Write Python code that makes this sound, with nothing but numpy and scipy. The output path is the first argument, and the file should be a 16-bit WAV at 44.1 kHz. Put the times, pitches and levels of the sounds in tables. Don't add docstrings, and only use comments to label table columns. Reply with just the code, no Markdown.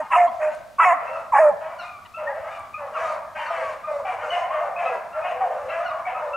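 import sys
import numpy as np
from scipy import signal
from scipy.fft import rfft, irfft, next_fast_len
from scipy.io import wavfile
from scipy.ndimage import uniform_filter1d, minimum_filter1d, map_coordinates

SR = 44100
rng = np.random.default_rng(int(sys.argv[2]) if len(sys.argv) > 2 else 0)


def waveform_to_disk(signal):
    frames = np.transpose(np.atleast_2d(signal))
    scaled = np.clip(frames, -1, 1) * 32767
    samples = np.round(scaled).astype(np.int16)
    wavfile.write(sys.argv[1], SR, samples)


N = 280476

# start, time open and time closed in seconds, mouth ring when open and when
# closed in Hz, starting offset in dB, low overtones when open and when closed in dB, high overtones in dB,
# rise time in seconds, hiss in dB, second mouth ring in Hz, hoarseness from 0 to 1.
CLOSE_BAYS = [(-.185, 0.067, 0.097, 1000, 620, -17, -13, -13, -18.5, 0.013, -38, 2340, 0.06),
              (.1, 0.057, 0.087, 1097, 730, -16.5, -17, -13.5, -24.5, 0.02, -50, 2740, 0.24),
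              (.392, 0.033, 0.052, 614, 625, -10.5, -24, -20, -31, 0.023, -56.5, 1740, 0.7),
              (.783, .062, 0.07, 1183, 890, -12.5, -7, -15, -19, .015, -46.5, 2640, 0.04),
              (1.32, 0.061, 0.098, 990, 663, -11, -12, -12, -25, .026, -49.5, 1900, 0.25)]
# time in seconds, pitch in Hz.
CLOSE_TUNES = [
    [(0, 316), (.05, 287)],
    [(.1, 341.7), (.117, 361.2), (.135, 315), (.158, 322.3), (.175, 357.4), (.27, 345.5), (.31, 335)],
    [(.39, 310.3), (.5, 305.7), (.54, 297)],
    [(.783, 370.3), (.798, 380.3), (.803, 322), (.82, 336.6), (.845, 313.2), (.853, 373), (.89, 357),
     (.92, 329.8), (.945, 389), (.975, 342)],
    [(1.32, 349.4), (1.343, 299.1), (1.37, 276.2), (1.388, 286.5), (1.405, 326.6), (1.45, 302.3),
     (1.5, 292.2), (1.54, 249)],
]
# frequency in Hz, level in dB.
CLOSE_BRIGHTNESS = [(1300, -1), (1700, 3.5), (2100, -2.5), (2700, -7), (3100, -25), (3600, -30),
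                    (6000, -78.5)]
# frequency in Hz, level in dB.
CLOSE_HISS = [(3000, -48.5), (4600, -15), (5800, -8.5), (7100, 0.5), (9900, -6), (12100, -20),
              (14000, -29.5)]
# frequency in Hz, level in dB.
RASP = [(300, -45), (800, -6), (1200, -6.5), (1500, -18), (2000, -26.5), (4000, -94.5)]
def close_bay(row, tune):
    onset_s, hoarseness = row[9], row[12]
    start, fades, (mouth_hz, second_hz, low_db, high_db, hiss_db) = curves(*mouth_motion(*row[:-1]), .005)
    size = len(fades)
    hz = np.interp((start + np.arange(size)) / SR, *np.transpose(tune))
    gape = np.clip((mouth_hz - 620) / 300, 0, 1)
    rough = .015 + hoarseness * gape ** 2
    phase = 2 * np.pi * np.cumsum(hz * (1 + (.003 + .4 * rough ** 2) * wobble(90, size))) / SR

    def overtone(k, noisy_share, width_hz):
        return np.sin(k * phase + rng.uniform(0, 2 * np.pi)) * roughen(noisy_share, width_hz, size)

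    def brightness(f):
        return amp(along(CLOSE_BRIGHTNESS, f)) * (.51 + resonance(f, second_hz, width_hz=910))

    ring_width_hz = mouth_hz * np.interp(np.arange(size) / SR, [onset_s, onset_s + BRIGHTEN_S], [.35, .55])
    weights = np.array([resonance(k * hz, mouth_hz, ring_width_hz) ** 2 for k in range(2, 5)])
    low = np.sum(weights * [overtone(k, rough / 2, 300) for k in range(2, 5)], 0)
    low *= np.sqrt(2 / np.sum(weights ** 2, 0))
    odd_db, high_rough = -6, min(.16 + 1.5 * hoarseness, .9)
    high = unit(sum(brightness(k * hz) * amp(odd_db * (k % 2) + 3.5 * np.tanh(wobble(40, size)))
                    * overtone(k, high_rough, 400) for k in range(5, 12)))
    rasp = (amp(high_db - 4) + amp(low_db - 20)) * patchy(noise(RASP, size), depth_db=4)
    puffs = 1 + .7 * np.cos(phase)
    hiss = patchy(puffs * noise(CLOSE_HISS, size), depth_db=6.5)
    voice = amp(low_db) * low + rasp + amp(high_db) * high + amp(hiss_db) * hiss
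    return place(fades * voice, start)


BRIGHTEN_S = .0072
def mouth_motion(s, open_s, closed_s, open_hz, closed_hz, onset_db, open_db, low_db, high_db,
                 onset_s, hiss_db, second_hz):
    close_s, release_s, release_db = .015, .049, -30.5
    strain_s = max(open_s - onset_s - BRIGHTEN_S, 1e-3)
    times = s + np.cumsum([0, onset_s, BRIGHTEN_S, strain_s, close_s, closed_s, release_s])
    mouth = [open_hz] * 2 + [.98 * open_hz] * 2 + [closed_hz, .93 * closed_hz, 1.53 * closed_hz]
    second = second_hz * np.array([1, 1, 1, .935, .87, .72, .72])
    low = [open_db + onset_db, open_db, open_db - 2, low_db - 1, low_db, low_db, low_db + release_db]
    high = high_db + np.array([2 * onset_db, -2, 0, 0, -3.5, -3.5, -3.5 + release_db / 2])
    hiss = hiss_db + np.array([onset_db, onset_db / 2, onset_db / 4, 0, 0, 0, release_db])
    shut_s = np.maximum(times - times[4], 0)
    return times, [mouth, second, low, high - 130 * shut_s, hiss - 96.5 * shut_s]


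def groan(row, tune):
    length_s, sinks_to, level_db = .065, .62, row[7] - 35.5
    times, _ = mouth_motion(*row[:-1])
    progress = np.arange(round(length_s * SR)) / (length_s * SR)
    hz = tune[-1][1] * sinks_to ** progress * (1 + .061 * wobble(74, len(progress)))
    voice = amp(level_db) * np.sin(np.pi * progress) * np.sin(2 * np.pi * np.cumsum(hz) / SR)
    return place(voice, round(max(times[-2], 0) * SR))


# start, swell and hold in seconds, main note and last note in Hz,
# then the levels of the note, the hoarse middle, the hoarse top and the hiss in dB.
FAR_BAYS = [(0, 0.01, 0.058, 629, 608, -50, -31, -41.5, -67),
            (0.303, 0.015, 0.03, 697, 696.5, -29, -59, -43.5, -59.5),
            (0.49, 0.032, 0.028, 607, 618.6, -34.5, -37.5, -38, -56.5),
            (0.979, 0.13, 0.097, 626, 672, -32.5, -35, -44, -63.5),
            (1.596, 0.013, 0.13, 620.7, 672, -33, -34.5, -41.5, -75),
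            (1.791, 0.038, 0.036, 701.5, 703.6, -36, -36.5, -41, -59),
            (2.166, 0.012, 0.12, 638, 553.7, -26, -33.5, -44, -82),
            (2.337, 0.032, 0.11, 655, 623.6, -31, -38, -44, -76),
            (2.432, 0.092, 0.054, 665.3, 663, -40, -36, -44.5, -63),
            (2.769, 0.015, 0.1, 599.3, 551.3, -34, -33, -45, -78),
            (2.921, .1, 0.11, 654, 620, -27, -28.5, -37, -52.5),
            (3.344, 0.0097, 0.11, 627, 596.6, -35.5, -29.5, -29, -57),
            (3.494, 0.016, 0.22, 678.6, 613.8, -28, -32.5, -32.5, -55.5),
            (3.863, 0.0088, .13, 614, 565, -27, -31.5, -44, -61),
            (4.041, 0.016, 0.083, 792, 679.6, -26.5, -30, -33.5, -58),
            (4.173, 0.083, 0.072, 624, 592, -28, -31.5, -38, -56.5),
            (4.301, 0.039, 0.061, 713.3, 690.5, -20, -32.5, -30, -53.5),
            (4.475, 0.062, 0.13, 619.4, 588, -26.5, -29.5, -38, -63.5),
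            (4.599, 0.0065, 0.028, 686, 698, -24, -39.5, -47, -81),
            (4.766, 0.026, 0.16, 694.3, 659, -25.5, -28.5, -33.5, -59),
            (5.132, 0.056, 0.035, 624, 631, -25, -31, -41.5, -65),
            (5.227, 0.026, 0.069, 731.5, 695, -22.5, -26.5, -32.5, -60),
            (5.395, 0.015, 0.061, 769, 702.6, -20, -26.5, -36, -63),
            (5.492, 0.0295, 0.15, 614.4, 568.7, -30.5, -33, -45, -64.5),
            (5.674, 0.056, 0.085, 659.6, 689.3, -24.5, -31.5, -33.5, -60.5),
            (5.888, 0.025, 0.085, 642, 650, -29.5, -32.5, -46, -68),
            (6.058, 0.012, 0.04, 765.4, 688.4, -24.5, -29.5, -29, -67),
            (6.15, 0.053, 0.12, 623.5, 581.7, -27, -32, -47.5, -66)]
# frequency in Hz, level in dB.
FAR_BRIGHTNESS = [(700, -68.5), (1500, -4.5), (2070, -5.5), (2630, -11), (3030, -16.5), (3430, -27.5),
                  (7000, -95)]
# frequency in Hz, level in dB.
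FAR_HISS = [(2500, -45.5), (3500, -3), (4400, -4.5), (5700, -5.5), (7000, -6.5), (9500, -12), (11500, -19),
            (14000, -54)]
def far_bay(s, swell_s, hold_s, hz, last_hz, note_db, middle_db, top_db, hiss_db):
    times, pitch = far_tune(s, swell_s, hold_s, hz, last_hz)
    levels = [far_levels(note_db), far_levels(middle_db, -3, -4.5),
              far_levels(top_db, -3, -8), far_levels(hiss_db, -10, 1.5)]
    start, fades, (hz, note_db, middle_db, top_db, hiss_db) = curves(times, [pitch] + levels, .014)
    size = len(hz)
    buzz = np.sqrt(.62) * throat_buzz(hz)
    breath = lambda tone, depth_db: np.sqrt(.38) * .5 * patchy(noise(tone, size), depth_db)
    rasp = lambda tone: unit(filtered(buzz, lambda f: amp(along(tone, f))) + breath(tone, 5))
    hoarse = amp(middle_db) * rasp(RASP) + amp(top_db) * rasp(FAR_BRIGHTNESS)
    hoarse += amp(hiss_db) * unit(breath(FAR_HISS, 4))
    swell = 1 - np.exp(-np.arange(size) / (.02 * SR))
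    voice = amp(note_db) * far_note(hz, rough=.12, width_hz=70) + hoarse * swell
    return place(fades * voice, start)


def far_tune(s, swell_s, hold_s, hz, last_hz):
    scoop, release_s = .94, .08
    return s + np.cumsum([0, swell_s, hold_s, release_s]), [scoop * hz, hz, last_hz, last_hz]


def far_levels(db, start_db=-9.5, held_db=-3.5):
    return db + np.array([start_db, 0, held_db, held_db - 21])


def far_note(hz, rough, width_hz):
    phase = 2 * np.pi * np.cumsum(hz * (1 + .015 * wobble(69.5, len(hz)))) / SR
    return np.sqrt(2) * np.sin(phase) * roughen(rough, width_hz, len(hz))


def throat_buzz(hz):
    phase = np.pi * np.cumsum(hz * (1 + .006 * wobble(60, len(hz)))) / SR
    return unit(sum(amp(3.5 * wobble(35, len(hz))) * np.sin(k * phase + rng.uniform(0, 2 * np.pi))
                    for k in range(3, 11)))


# start and length in
# seconds, the glide's first and last pitch in Hz, levels of the lowest, second and upper tones in dB.
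HIGH_CALLS = [(0.265, 0.042, 1051, 1161, -20.5, -38.5, -44.5), (1.067, 0.19, 1356, 1313, -40.5, -40, -67),
              (1.784, 0.072, 1536, 1207, -31.5, -40, -40.5), (1.835, 0.2, 1260, 1184, -35.5, -41.5, -59),
              (2.049, 0.027, 1013, 980, -44, -36, -39.5), (2.138, 0.098, 1336, 1376, -34.5, -35.5, -84),
              (2.264, 0.067, 897, 1024, -32, -25, -65), (2.285, 0.062, 878, 823, -27, -29, -59),
              (2.465, 0.082, 996, 1270, -47, -42, -63), (2.732, 0.07, 1250, 1260, -29, -30, -60),
              (2.968, 0.0327, 1333, 1117, -26, -26, -47), (3.026, 0.161, 1267, 1206, -26.5, -50, -49),
              (3.477, 0.13, 1290, 1160, -26, -47, -57), (3.832, 0.107, 1232, 1229, -30, -41, -62),
              (4.047, 0.117, 1204, 1170, -50, -32, -78), (4.227, 0.035, 1483, 1428, -21, -44, -68),
              (4.287, 0.093, 1530, 1426, -69, -28, -52), (4.499, 0.093, 1040, 1283, -25, -56, -67),
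              (4.755, 0.09, 1286, 1290, -56, -31.5, -69), (4.851, 0.053, 1334, 1298, -25, -21.5, -48),
              (5.111, 0.139, 1380, 1350, -30, -49, -74), (5.211, 0.13, 1252, 1299, -34, -34, -72),
              (5.686, 0.065, 1376, 1370, -30, -26.5, -52), (5.843, 0.11, 1579, 1133, -27.5, -39.5, -46.5),
              (6.139, 0.084, 1276, 1338, -29, -39, -69), (6.326, 0.087, 1390, 1330, -27, -32.5, -79),
              (0.212, 0.054, 1344, 1398, -28.5, -61, -68), (2.497, 0.22, 1245, 1121, -36, -44, -56),
              (3.385, 0.148, 980, 917, -32, -49, -62), (3.455, 0.086, 1560, 1308, -31, -46, -47),
              (3.621, 0.17, 1182, 1055, -29.5, -54, -65), (4.359, 0.229, 1035, 1014, -30, -59, -67),
              (5.899, 0.17, 1162, 1079, -31, -50, -62), (2.942, 0.051, 1514, 1210, -28.5, -42, -61),
              (6.047, 0.057, 1172, 1113, -45, -30.5, -74)]
def high_call(s, length_s, first_hz, last_hz, lowest_db, second_db, upper_db):
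    size = round(length_s * SR)
    progress = np.arange(size) / (length_s * SR)
    glide_hz = last_hz + (first_hz - last_hz) * (1 - progress) ** 1.293
    scoop = .053 * np.exp(-progress * length_s / .01316)
    hz = glide_hz * (1 - scoop - .04 * progress ** 2)
    phase = 2 * np.pi * np.cumsum(hz * (1 + .006 * wobble(80, size))) / SR
    voice = np.zeros(size)
    for k, db in enumerate([lowest_db, second_db, upper_db, upper_db - 6.5]):
        crack = .9 / (1 + k * k / 2) + .45 * smear(150 + 80 * k * k, size)
        voice += amp(db) * crack * np.sin((k + 1) * phase)
    shape = np.minimum(progress * length_s / .012, 1) * (1 - progress) ** .8
    return place(np.sqrt(2) * shape * voice, round(s * SR))


# start, swell and hold in seconds, main and last note in Hz, level in dB.
DEEP_BAYS = [(1, 0.034, 0.14, 502.4, 560, -37), (2.9, 0.085, 0.13, 490, 515, -44.5),
             (3.498, 0.18, 0.066, 544.5, 528, -33.5), (4.101, 0.22, 0.13, 514, 508, -35.5),
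             (4.817, 0.022, 0.101, 534, 488.5, -33), (5.3, 0.087, 0.31, 511, 526.4, -34.5),
             (6.083, 0.021, 0.19, 525, 517, -35)]
def deep_bay(s, swell_s, hold_s, hz, last_hz, db):
    times, pitch = far_tune(s, swell_s, hold_s, hz, last_hz)
    start, fades, (hz, db) = curves(times, [pitch, far_levels(db)], .013)
    return place(fades * amp(db) * far_note(hz, rough=.51, width_hz=71), start)


# start in seconds, level in dB before the low sounds are filtered out.
TWIG_SNAPS = [(0.548, -39), (2.593, -40)]
def twigs():
    snaps, t = np.zeros(N), np.arange(SR // 50) / SR
    for s, db in TWIG_SNAPS:
        shape = amp(db - 60 * t / .03) * np.minimum(t / .002, 1)
        snaps += place(shape * rng.standard_normal(len(t)), round(s * SR))
    return filtered(snaps, lambda hz: resonance(hz, 9000, 5000) ** 2)


# frequency in Hz, seconds to fade by 60 dB.
ECHO_TIMES = [(400, 0.27), (700, 0.95), (1500, 1), (3000, 0.51), (9000, 0.051)]
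def tree_echoes(voice, side_db, blur_hz):
    hz, t, spectrum = signal.stft(rng.standard_normal((2, SR)), SR, nperseg=256)
    decay = amp(-60 * t / along(ECHO_TIMES, hz)[:, None])
    mid, side = signal.istft(spectrum * decay, SR, nperseg=256)[1]
    tail = np.array([mid + amp(side_db) * side, mid - amp(side_db) * side]) / np.linalg.norm(mid)
    blurred = voice * smear(blur_hz, N)
    delayed = np.pad(blurred, (500, 0))
    return signal.fftconvolve(delayed[None], tail, axes=1)[:, :N]


# frequency in Hz, level in dB.
AIR_TONE = [(20, -9.5), (45, 2.5), (95, -3), (150, -1), (350, -8), (3000, -14.5), (8000, -21), (15800, -28)]
# frequency in Hz, likeness from 0 to 1.
AIR_LIKENESS = [(30, 0), (80, .1), (150, .4), (300, .8), (4000, .7), (7500, .98)]
def forest_air():
    def response(hz):
        angle = np.arccos(np.clip(along(AIR_LIKENESS, hz), -1, 1)) / 2
        return amp(along(AIR_TONE, hz)) * [np.cos(angle), np.sin(angle)]

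    mid, side = filtered(rng.standard_normal((2, N)), response)
    return amp(-55.5) * unit(np.array([mid + side, mid - side]))


# pitch in Hz, typical level in dB.
HUM_TONES = [(92, -63.5), (209, -70)]
def hum():
    return sum(amp(db + 7.6 * wobble(60, N))
               * np.sin(2 * np.pi * hz * np.cumsum(1 + .014 * wobble(29, N)) / SR) for hz, db in HUM_TONES)


def amp(db):
    return 10 ** (np.asarray(db) / 20)


def unit(x):
    return x / np.sqrt(np.mean(x ** 2) + 1e-20)


def place(x, start):
    return np.pad(x, (start, N))[:N]


def along(points, hz):
    f, values = np.transpose(points)
    return np.interp(np.log(hz + 1), np.log(f + 1), values)


def curves(times, columns, fade_s):
    first = max(0, round(times[0] * SR))
    t = np.arange(first, min(N, round(times[-1] * SR))) / SR
    fades = np.clip(np.minimum(t - t[0], t[-1] - t) / fade_s, 0, 1)
    return first, fades, [np.interp(t, times, column) for column in columns]


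def wobble(rate, size):
    return map_coordinates(rng.standard_normal(int(size * rate / SR) + 4), [np.arange(size) * rate / SR])


def resonance(hz, centre_hz, width_hz):
    return 1 / (1 + (2 * (hz - centre_hz) / width_hz) ** 2)


def filtered(x, response):
    size = next_fast_len(x.shape[-1] + 8192)
    return irfft(rfft(x, size) * response(np.fft.rfftfreq(size, 1 / SR)), size)[..., :x.shape[-1]]


def noise(tone, size):
    return unit(filtered(rng.standard_normal(size), lambda hz: amp(along(tone, hz))))


def smear(width_hz, size):
    return unit(filtered(rng.standard_normal(size), lambda f: resonance(f, 0, width_hz) ** 2))


def roughen(share, width_hz, size):
    return np.sqrt(1 - share) + np.sqrt(share) * smear(width_hz, size)


def patchy(x, depth_db):
    spectrum = signal.stft(x, nperseg=1024, noverlap=768)[2]
    streaks = uniform_filter1d(rng.standard_normal(spectrum.shape), size=3, axis=0)
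    streaks = unit(uniform_filter1d(streaks, size=7, axis=1))
    return unit(signal.istft(spectrum * amp(depth_db * streaks), nperseg=1024, noverlap=768)[1][:len(x)])


def scene():
    close = sum(close_bay(row, tune) + groan(row, tune) for row, tune in zip(CLOSE_BAYS, CLOSE_TUNES))
    pack = sum(far_bay(*row) for row in FAR_BAYS) + sum(deep_bay(*row) for row in DEEP_BAYS)
    high = sum(high_call(*row) for row in HIGH_CALLS)
    dogs = close * amp([[-.6], [.6]]) + pack * amp([[-2], [-2.9]]) + high * amp([[-1.7], [-2.5]])
    close_echo = amp(-21.5) * tree_echoes(close, side_db=-5, blur_hz=200)
    forest = twigs() + forest_air() + [hum(), hum()]
    pack_echo = amp(-10) * tree_echoes(pack, side_db=-13, blur_hz=198)
    high_echo = amp(-13.5) * tree_echoes(high, side_db=-8.5, blur_hz=220)
    return dogs + forest + close_echo + pack_echo + high_echo


# frequency in Hz, how much louder the left one is in dB.
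MIC_BALANCE = [(600, -0.5), (1300, 0.2), (2500, 3), (5000, 1.7), (9000, 0.1)]
def record(dry):
    ceiling, top_hz = .6, 15710
    needed_gain = np.minimum(1, ceiling / (np.abs(dry).max(0) + 1e-9))
    gain = uniform_filter1d(minimum_filter1d(needed_gain, size=881), size=441)
    return filtered(dry * gain, lambda hz: amp(along(MIC_BALANCE, hz) * [[.5], [-.5]]) * (hz < top_hz))


dry = scene()
out = record(dry)
waveform_to_disk(out)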